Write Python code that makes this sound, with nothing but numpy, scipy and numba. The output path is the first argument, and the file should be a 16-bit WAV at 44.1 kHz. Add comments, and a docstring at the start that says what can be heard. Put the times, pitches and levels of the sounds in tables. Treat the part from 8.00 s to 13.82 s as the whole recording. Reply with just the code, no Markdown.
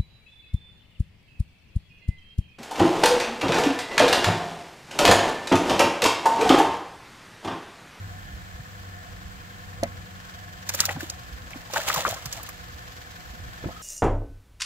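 """A wooden dock on a lake: close by on the right, a small diaphragm pump ticks round beside an open bait box.
Its valve knocks and gear rattle ring the housing; air fizzes up in the water as puffs of noise.
A fish flaps, is dropped in and thrashes ahead: noise bursts of spray, ringing air pockets, swarming bubbles.
Blows ring the box walls, dull bumps come through planks and hand, wet fingers squeak faintly.
A far boat engine drones and slows; a light breeze rumbles on the two ports of a hand-held phone."""
import sys
import numpy as np
from scipy import signal
from scipy.fft import rfft, irfft
from scipy.io import wavfile
from scipy.ndimage import uniform_filter1d, map_coordinates
from numba import njit

SR = 44100
rng = np.random.default_rng(int(sys.argv[2]) if len(sys.argv) > 2 else 0)


def to_wav(s):
    """Save 16-bit WAV."""
    ch = np.atleast_2d(s).T  # columns
    pcm = np.round(np.clip(ch, -1, 1) * 32767)  # PCM
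    wavfile.write(sys.argv[1], SR, pcm.astype(np.int16))


def volts_from_db(level):
    """Convert decibel levels to linear amplitude ratios."""
    exponent = np.asarray(level, float) / 20
    return 10 ** exponent


N = 256662
T = np.arange(N) / SR


def shape(x, points):
    """Filters by points of f/Hz, gain/dB, joined along log frequency."""
    hz, db = np.transpose(points)
    f = np.maximum(np.arange(N // 2 + 1) * SR / N, 1)
    return irfft(rfft(x) * volts_from_db(np.interp(np.log(f), np.log(hz), db)), N)


def level(x, db):
    """Sets the rms over all channels together."""
    return x * volts_from_db(db) / np.sqrt(np.mean(x ** 2))


def curve(table):
    """Draws each column of a table along time, the first column being t/s."""
    s, *columns = np.transpose(table)
    return [np.interp(T, s, c) for c in columns]


def walk(rate):
    """Random wander: values held for 1 / rate s, then smoothed twice."""
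    k = int(SR / rate)
    held = np.repeat(rng.standard_normal(N // k + 1), k)
    return 1.346 * uniform_filter1d(uniform_filter1d(held, k), k)[:N]


def swell(s, rise_s, fall_s):
    """Climbs exponentially to 1 at s, then dies away; both times are time constants."""
    return np.exp(np.minimum((T - s) / abs(rise_s), (s - T) / abs(fall_s)))


def noise(own):
    """Two channels of noise; a spread-out source gives each port a part of its own."""
    return rng.standard_normal(N) + own * rng.standard_normal((2, N))


def ring(x, hz, width):
    """One damped resonance whose impulse response peaks near 1."""
    return signal.lfilter([1], [1, -np.exp((2j * hz - width) * np.pi / SR)], x).imag


@njit
def add(out, s, size, hz, t60, rise, pan):
    """Adds tones that swell within about a cycle, then fade while their pitch climbs by the share rise."""
    for k in range(len(s)):
        i, z, n, swell = int(s[k] * SR), size[k] + 0j, t60[k] * SR, 0.
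        p = np.exp(2j * np.pi * hz[k] / SR - np.log(1000) / n)
        turn = np.exp(2j * np.pi * hz[k] * rise[k] / SR / n)
        for j in range(i, min(i + int(n), out.shape[1])):
            swell += (1 - swell) * 2 * hz[k] / SR
            out[0, j] += z.imag * swell * pan[k]
            out[1, j] += z.imag * swell / pan[k]
            z, p = z * p, p * turn


def place(x, lag_ms):
    """A source right of centre reaches the left port later than the right."""
    x = x * np.ones((2, 1))
    late = map_coordinates(x[0], [np.arange(N) - lag_ms * SR / 1000], order=3)
    return np.array([late, x[1]])


CRANK_HZ = 10.66
LID_S, LID_DB = 1, -1  # the pump is quieter until the lid is up and the phone leans in
# modes of the pump housing, close on the right: f/Hz, width/Hz
HOUSING_MODES = [(490, 30), (720, 50), (1080, 75), (1545, 70), (1745, 85), (1960, 120), (3200, 500)]
# knocks of valves and rod in every crank turn: place in the turn (0-1), housing mode, drive level/dB
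CRANK_KNOCKS = [(0.1, 0, -50), (0.8, 0, -56), (0.75, 1, -47), (0.94, 1, -46), (0.3, 1, -53),
                (0.94, 2, -41.5), (0.4, 2, -45.5), (.45, 4, -38.5), (0.99, 4, -38.5), (0.7, 4, -52),
                (.05, 3, -36.5)]
# gear rattle driving each housing mode, in their order: mean drive level/dB
RATTLE_DRIVE = [-82, -73, -73, -73, -68.5, -85.5, -68.5]
# gear-mesh tones: f/Hz, mean level/dB
GEAR_TONES = [(479.7, -67), (639.6, -69), (799.5, -71), (1066, -70)]


def pump():
    """Knocks and gear rattle ring the housing modes on every crank turn, over wavering gear tones."""
    starts = np.arange(int(N / SR * CRANK_HZ)) / CRANK_HZ
    taps = np.zeros((len(HOUSING_MODES), N + SR))
    for share, mode, db in CRANK_KNOCKS:
        chance = rng.standard_normal((len(starts), 2))
        when = starts + share / CRANK_HZ + .00005 * chance[:, 0]
        taps[mode, (when * SR).astype(int)] += volts_from_db(db + 1.5 * chance[:, 1])
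    turn = T * CRANK_HZ % 1
    teeth = .4 + np.exp(-(turn * 15 % 1) / .3)  # 15 teeth a turn
    # worn teeth repeat their pattern; only a part is new on each turn
    pattern = 64 * irfft(np.exp(2j * np.pi * rng.random(2049)))
    rattle = teeth * (pattern[(turn * 4096).astype(int)] + .5 * noise(own=1.0))
    body = 0
    for tap, drive_db, (hz, width) in zip(taps, RATTLE_DRIVE, HOUSING_MODES):
        shake = volts_from_db(drive_db + 1.97 * walk(12)) * rattle
        # rubber valves land softly: a knock swells into its mode instead of clicking
        soft = ring(tap[:N] + shake, hz, 3 * width) * 6 * np.pi * width / SR
        body = body + ring(soft, hz, width)
    body = body * volts_from_db(LID_DB / (1 + np.exp((T - LID_S) / 0.1)))
    tones = sum(volts_from_db(db + 2 * walk(2.64)) * np.sqrt(2) * np.sin(2 * np.pi * hz * T) for hz, db in GEAR_TONES)
    return body + tones


# air from the stone in the water: t/s, level between puffs/dB, mean puff depth/dB
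AIR_STONE = [(0, -55, -22), (1.9, -56, -7), (2.3, -58.5, 7), (3.6, -56, 4), (4.5, -51, -13),
             (4.9, -54.5, 4.5), (5.82, -53.5, -5.5)]
# its colour: f/Hz, relative level per Hz/dB
AIR_STONE_COLOUR = [(1500, 0), (2500, 2.5), (4500, 2), (7200, -4.5), (9000, -18), (14000, -7), (16500, -23)]


def fizz():
    """Tiny bubbles burst as grainy noise in puffs, two for each crank turn."""
    fizz_db, puff_db = curve(AIR_STONE)
    pulse = np.exp(1.03 * (np.cos(4 * np.pi * (T * CRANK_HZ - .02)) - 1))
    puff = 1 + volts_from_db(puff_db + 2 * walk(22)) * pulse
    grains = rng.standard_normal((2, N)) * volts_from_db(1.8 * walk(400))
    return level(shape(grains, AIR_STONE_COLOUR), 0.0) * puff * volts_from_db(fizz_db)


# hush of lake and shore all round: f/Hz, relative level per Hz/dB
SHORE_COLOUR = [(120, -15), (200, -1), (300, -5.5), (430, -2.5), (600, -8), (900, -8), (1400, -2.5),
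                (2000, -4), (2600, -9.5), (5870, -18.5), (7320, -14.5), (11000, -30), (14500, -21),
                (15600, -19), (16500, -58)]


def open_air():
    """The wide hush of lake and shore is steady noise, mostly separate at each port."""
    return level(shape(noise(own=1.77), SHORE_COLOUR), -50)


THROTTLE_S, SLOWING_S = 3.0, 0.3  # throttled back from this moment, over this time
# far boat engine: cruising f/Hz, idling f/Hz, cruising level/dB, idling level/dB (before swells and waver)
ENGINE_DRONES = [(95, 56, -47, -54), (163.3, 110, -57, -56), (187.9, 173.5, -56.5, -58)]
# swells as the wind carries it over: t/s, level change/dB (each drone takes its own share)
WIND_CARRY = [(0, 5), (.4, -5.5), (.8, 0.5), (1.45, -4), (1.8, 4.5), (2.2, -6), (2.95, 6.5), (3.12, 3),
              (3.3, -6), (4, -1.5), (5.82, -1)]


def engine():
    """Three sine drones slide from cruise to idle and waver in pitch and level over the water."""
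    idle = np.clip((T - THROTTLE_S) / SLOWING_S, 0, 1)
    carry_db = curve(WIND_CARRY)[0]
    out = 0
    for (hz0, hz1, db0, db1), share in zip(ENGINE_DRONES, (1.1, .4, -.3)):
        drone_db = db0 + (db1 - db0) * idle + share * carry_db + 1.93 * walk(13)
        hz = (hz0 + (hz1 - hz0) * idle) * (1 + 0.0218 * walk(18))
        out = out + np.sqrt(2) * volts_from_db(drone_db) * np.sin(2 * np.pi * np.cumsum(hz) / SR)
    return out


BREEZE_DB = -49.5  # steady part
SURGE_RISE, SURGE_FALL = 0.84, 0.29  # time constants as shares of the length of a gust or thump
# gusts at the microphone ports; the last row, short and strong, is the low thump of a hand bump:
# peak t/s, level/dB, length/s
GUSTS_AND_THUMP = [(0.356, -42, 0.34), (1.29, -47.5, 0.99), (1.994, -43.5, .5), (3.46, -47.5, .8),
                   (4.407, -47, 0.31), (4.69, -51, 0.19), (5.49, -42, 0.23), (5.68, -35, 0.059)]
# low rumble at the ports: f/Hz, relative level per Hz/dB
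RUMBLE_COLOUR = [(12, -45), (20, 4.5), (91, 7.5), (140, 0.5), (184, -7.5), (236, -6.5), (353, -15),
                 (400, -17), (520, -60), (880, -120)]


def breeze():
    """Low rumble, partly shared by the ports; gusts and a hand's thump build slower than they drop."""
    rumble = rng.standard_normal(N) + 0.76 * rng.standard_normal((2, N))
    power = volts_from_db(BREEZE_DB) ** 2
    for s, db, length in GUSTS_AND_THUMP:
        power = power + (volts_from_db(db) * swell(s, SURGE_RISE * length, SURGE_FALL * length)) ** 2
    return level(shape(rumble, RUMBLE_COLOUR), 0) * np.sqrt(power)


BUMP_T60_S, BUMP_DAMPING = .125, 0.73  # at 60 Hz; higher bumps die sooner by this power
# dull bumps through planks and hand: t/s, starting level/dB, f/Hz
PLANK_BUMPS = [(0.328, -25, 59.5), (0.541, -25.5, 62), (0.593, -26, 127), (1.249, -26, 64.4),
               (2.955, -23, 149), (2.97, -23, 260), (3.03, -20.5, 322), (3.319, -24, 63), (3.558, -25, 264),
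               (3.97, -24.5, 145), (4.066, -21, 380), (4.079, -31, 228), (4.111, -30.5, 110),
               (4.259, -24.5, 131), (4.74, -26, 70), (5.3, -30.5, 60), (5.335, -32.5, 223),
               (5.429, -24, 60)]


def bumps():
    """Each bump is a short low tone of steady pitch, alike at both ports."""
    out = np.zeros((2, N))
    s, db, hz = np.transpose(PLANK_BUMPS)
    add(out, s, volts_from_db(db), hz, BUMP_T60_S * (60 / hz) ** BUMP_DAMPING, 0 * s, 1 + 0 * s)
    return out


# blows on the bait box nearby: t/s, push level/dB, softness (contact time)/ms
BOX_BLOWS = [(1.83, -24, 0.63), (1.8332, -23, 0.78), (1.838, -32.5, 0.55), (1.856, -40, 0.41),
             (5.639, -34, 1.7), (5.645, -36, 2), (5.658, -21, 3.3), (5.676, -29.5, 3.8), (5.693, -47, 0.43),
             (5.706, -45, 1.1)]
# modes of its plastic walls: f/Hz, relative level/dB, t60/s
BOX_MODES = [(110, -26, .15), (179, -11, 0.14), (236, -11, 0.12), (337, -5, 0.047), (565.6, 4.5, 0.052),
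             (682, 8, 0.046), (975, -12, 0.041), (1150, -20, .05), (2033, 7.5, 0.045)]


def box():
    """Soft pushes ring the plastic walls; longer contact favours the low modes."""
    push = np.zeros(N)
    for s, db, ms in BOX_BLOWS:
        bump = np.hanning(int(ms * SR / 1000) + 3)
        push[int(s * SR):][:len(bump)] += volts_from_db(db) * bump / bump.sum()
    return sum(-volts_from_db(db) * ring(push, hz, np.log(1000) / np.pi / t60) for hz, db, t60 in BOX_MODES)


# dry contact on the box, a crack and the scuff of a hand: t/s, level/dB, centre f/Hz, t60/s
CONTACT_NOISE = [(1.8336, -21.5, 6030, 0.014), (1.84, -29, 2100, .03), (5.64, -27.5, 420, 0.057),
                 (5.643, -35, 1800, 0.05), (5.661, -27.5, 348, 0.065), (5.685, -33, 760, 0.075)]


def scuffs():
    """Contact on the box makes bursts of noise about an octave wide, quick to start."""
    out = 0
    for s, db, hz, t60 in CONTACT_NOISE:
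        band = ring(ring(noise(own=0.54), hz, 1.4 * hz), hz, 1.4 * hz)
        out = out + level(band, db) * swell(s + 0.0011, 0.00033, t60 / np.log(1000))
    return out


WATER_RISE_S = 0.037  # time constant
# spans in which bubbles form in the water ahead: from t/s, to t/s
STIRRED_SPANS = [(2.6, 3.3), (3.4, 4.7)]
# surges of stirred water: peak t/s, gurgle level/dB, hiss level/dB, fall time constant/s
WATER_SURGES = [(2.7, -49, -46, .012), (2.78, -48, -32.5, 0.071), (2.86, -61, -36.5, 0.045),
                (2.91, -41, -41.5, 0.051), (3.02, -50, -44, 0.1), (3.55, -48.5, -54, 0.091),
                (3.779, -32, -33, 0.062), (3.892, -34.5, -25.5, 0.046), (3.94, -37, -32.5, 0.025),
                (3.98, -29.5, -26, 0.027), (4.079, -32, -31, 0.066), (4.3, -57, -43.5, 0.13),
                (4.38, -46, -63, 0.046)]
# hiss of its droplets: f/Hz, relative level per Hz/dB
DROPLET_COLOUR = [(700, -6.5), (1300, 0.5), (2000, 0), (3500, 2.5), (5500, -3), (7200, -1), (9300, -14),
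                  (14800, -8), (15800, -7), (16500, -42)]


def churn():
    """Every surge raises a swarm of gurgling bubble tones and a hiss of droplets."""
    swarm = np.zeros((2, N))
    for s0, s1 in STIRRED_SPANS:
        start, pitch, strength, life, side = rng.random((int((s1 - s0) * 2600), 5)).T
        hz = 520 * 7.23 ** pitch ** 1.16
        # small bubbles are weaker and die sooner
        size = volts_from_db(-2.8 * np.log(strength)) * (600 / hz) ** .2
        add(swarm, s0 + (s1 - s0) * start, size, hz, 15.0 / hz * (.5 + life), 0.19 * life, volts_from_db(1.9 * side))
    drops = shape(noise(own=0.93) * volts_from_db(2.4 * walk(500)), DROPLET_COLOUR)
    gurgle_power = hiss_power = 0
    for s, gurgle_db, hiss_db, fall_s in WATER_SURGES:
        surge = swell(s, WATER_RISE_S, fall_s)
        gurgle_power = gurgle_power + (volts_from_db(gurgle_db) * surge) ** 2
        hiss_power = hiss_power + (volts_from_db(hiss_db) * surge) ** 2
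    gurgle = swarm / swarm[swarm != 0].std() * np.sqrt(gurgle_power) * volts_from_db(1.8 * walk(70))
    return gurgle + level(drops, 0) * np.sqrt(hiss_power) * volts_from_db(3.26 * walk(60))


SPRAY_RISE, SPRAY_SNAP = .14, 0.046  # rise as a share of t60; stronger bursts are shorter by this power
# slaps of spray ahead: t/s, then relative burst level/dB of body, fine mist, heavy drops
SPRAY_SLAPS = [(2.6889, -2.5, -21, -14), (2.696, -18, -42, -43), (2.7365, -10, -25, -20),
               (2.7463, -9, -19.5, -44), (2.7917, -15, -41, -17.5), (2.802, 7, -17, -17),
               (2.8177, -29, -40, -24), (2.837, -30, -45, -31), (2.8515, -1.5, -19, -25),
               (2.8574, -14, -37, -39), (2.886, -24, -42, -18.5), (2.906, -33, -49, -23),
               (3.004, -19, -34, -36), (3.0968, -8, -40, -40), (3.503, -28, -45, -31),
               (3.7264, -35, -56, -33), (3.7336, -7, -33, -16), (3.768, -26, -46, -34),
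               (3.8817, -29, -34, -23), (3.9, -19, -40, -25), (3.94, -4, -18, -31), (3.959, -11, -46, -33),
               (4.0512, -30, -47, -20.5), (4.0874, -9, -26, -38), (4.1383, -11.5, -37, -36),
               (4.2544, -10.5, -30, -26), (4.3247, -10, -35, -28), (4.365, -19, -46, -29),
               (4.4292, -23, -28.5, -50), (4.488, -21, -30, -29)]
# body, mist, heavy drops: t60/s of a burst at -15 dB
SPRAY_FADE = [0.024, 0.022, 0.038]
# body, mist, heavy drops: left minus right level/dB
SPRAY_SIDE = [1, 3, 3]


def sprays():
    """Each slap throws short bursts of droplet noise; heavy drops last longest, and with the mist lean left."""
    ragged = volts_from_db(3.5 * walk(1500))
    heavy = shape(noise(own=0.88) * ragged, [(500, -6.5), (1200, -2.5), (2600, -3.0), (4000, -25.5)])
    body = shape(noise(own=1.0) * ragged, [(2000, -15), (3400, -2.5), (5500, 5.5), (7200, 4), (9500, -11.5)])
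    mist = shape(noise(own=7.3), [(7000, -20), (9500, -0.5), (13000, 5.5), (15500, 7.5), (16500, -38)])
    layers = level(body, -3.5), level(mist, 7.3), level(heavy, 1.0)
    out = np.zeros((2, N))
    for s, *dbs in SPRAY_SLAPS:
        i = int(s * SR)
        for db, x, t60, pan_db in zip(dbs, layers, SPRAY_FADE, SPRAY_SIDE):
            t = T[:int(2 * t60 * SR)] * volts_from_db(SPRAY_SNAP * (db + 15))
            rise = (1 - np.exp(-t / (SPRAY_RISE * t60))) ** 2
            fade = volts_from_db(db - 60 * t / t60 + np.array([[pan_db], [-pan_db]]) / 2)
            out[:, i:i + len(t)] += rise * fade * x[:, i:i + len(t)]
    return out


PLOP_T60_S = .03  # at -22.5 dB and 1 kHz
VIOLENCE, POCKET = 0.12, 0.46  # harder plops die sooner, big low pockets last longer, by these powers
GULP_T60_S, GULP_RISE = 0.111, 0.347  # rise as a share of the starting pitch
# air pockets closing in the water ahead: t/s, starting level/dB, starting f/Hz
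AIR_POCKETS = [(2.691, -26.5, 1640), (2.743, -28, 530), (2.792, -22, 1850), (2.802, -23.5, 1250),
               (2.836, -22, 1320), (2.885, -22.5, 747), (2.892, -19, 1900), (2.903, -25.5, 813),
               (2.962, -32, 780), (3.006, -25, 1700), (3.533, -28.5, 2270), (3.701, -33.5, 870),
               (3.735, -23, 520), (3.76, -15.5, 1450), (3.763, -13.5, 874), (3.769, -15.5, 1580),
               (3.809, -29, 1710), (3.866, -29.5, 656), (3.882, -22, 878), (3.9, -11, 1220),
               (3.946, -22, 1210), (3.96, -17.5, 1025), (3.974, -20, 853), (3.987, -28, 825),
               (4.033, -29, 1800), (4.051, -9, 1146), (4.063, -14.5, 1320), (4.079, -21, 498),
               (4.134, -31.5, 760), (4.171, -29.5, 1044), (4.253, -31.5, 1060), (4.398, -35.5, 1156),
               (4.487, -33, 1166)]
# long gulps of trapped air that climb in pitch: t/s, starting level/dB, starting f/Hz
AIR_GULPS = [(2.905, -32, 739), (3.775, -23.5, 621), (3.985, -29, 640), (4.1, -29.5, 658), (4.37, -37, 649)]


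def plops():
    """An air pocket rings with rising pitch while it sheds five smaller bubbles; gulps ring longer."""
    s, db, hz = np.transpose(AIR_POCKETS)
    t60 = PLOP_T60_S * volts_from_db(-VIOLENCE * (db + 22.5)) * (1000 / hz) ** POCKET
    out = np.zeros((2, N))
    add(out, s, volts_from_db(db), hz, t60, 0.11 + 0 * s, 1 + 0 * s)
    gulp_s, gulp_db, gulp_hz = np.transpose(AIR_GULPS)
    same = 0 * gulp_s
    add(out, gulp_s, volts_from_db(gulp_db), gulp_hz, GULP_T60_S + same, GULP_RISE + same, 1 + same)
    for late, pitch, side in rng.random((5, 3, len(s))):
        small_hz = hz * (.85 + 1.1 * pitch ** 2)
        size, pan = volts_from_db(db - 2.0 - 12.7 * late), volts_from_db(8.8 * (side - .5))
        add(out, s + .35 * t60 * late, size, small_hz, .5 * t60, .3 * pitch, pan)
    return out


# wet fingers rub the strap, near the microphone: peak t/s, level/dB before roughness, fall time constant/s
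STRAP_RUBS = [(5.718, -45, .012), (5.775, -42, .012), (5.808, -47, .012)]


def squeak():
    """Wet fingers squeak faintly on the strap: a thin tone, rough in level and pitch."""
    rubs = sum(volts_from_db(db) * swell(s, 0.0095, fall_s) for s, db, fall_s in STRAP_RUBS)
    hz = 1320 * (1 + 0.038 * walk(120))
    return rubs * volts_from_db(4.0 * walk(150)) * np.sin(2 * np.pi * np.cumsum(hz) / SR)


def scene():
    """Pump to the right, water ahead, engine far off; fizz and breeze have no lag between the ports."""
    water = place(churn() + sprays() + plops(), lag_ms=0.092)
    contact = place(bumps() + box() + scuffs() + squeak(), lag_ms=0.18)
    near = place(pump(), lag_ms=0.37) + contact
    far = place(engine(), lag_ms=0.4) + place(open_air(), lag_ms=0.409)
    return water + near + far + fizz() + breeze()


def band_limit(x):
    """A steep low-pass at the top of the band."""
    return signal.sosfilt(signal.butter(12, 16820, fs=SR, output="sos"), x)


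# response of the hand-held phone's microphones: f/Hz, gain/dB
PHONE_RESPONSE = [(15, -23), (32, -4), (50, 1), (340, 0), (430, -5.5), (500, 0), (15600, 1.5), (16300, -25),
                  (17000, -60)]
# tilt between its two ports: f/Hz, left minus right level/dB
PORT_TILT = [(60, -3.5), (110, 0.5), (200, -1), (380, -3.5), (700, -1), (1290, 4.5), (2380, 0),
             (4400, -0.5), (8120, -6.5), (15000, -3.5)]


def record(dry):
    """The phone's response, tilted its own way at each port; the loudest peaks are rounded off."""
    ports = []
    for x, side in zip(dry, (1, -1)):
        tilt = [(hz, side * db / 2) for hz, db in PORT_TILT]
        ports.append(shape(shape(x, PHONE_RESPONSE), tilt))
    mix = np.tanh(np.array(ports))
    return band_limit(mix)


dry = scene()
out = record(dry)
to_wav(out)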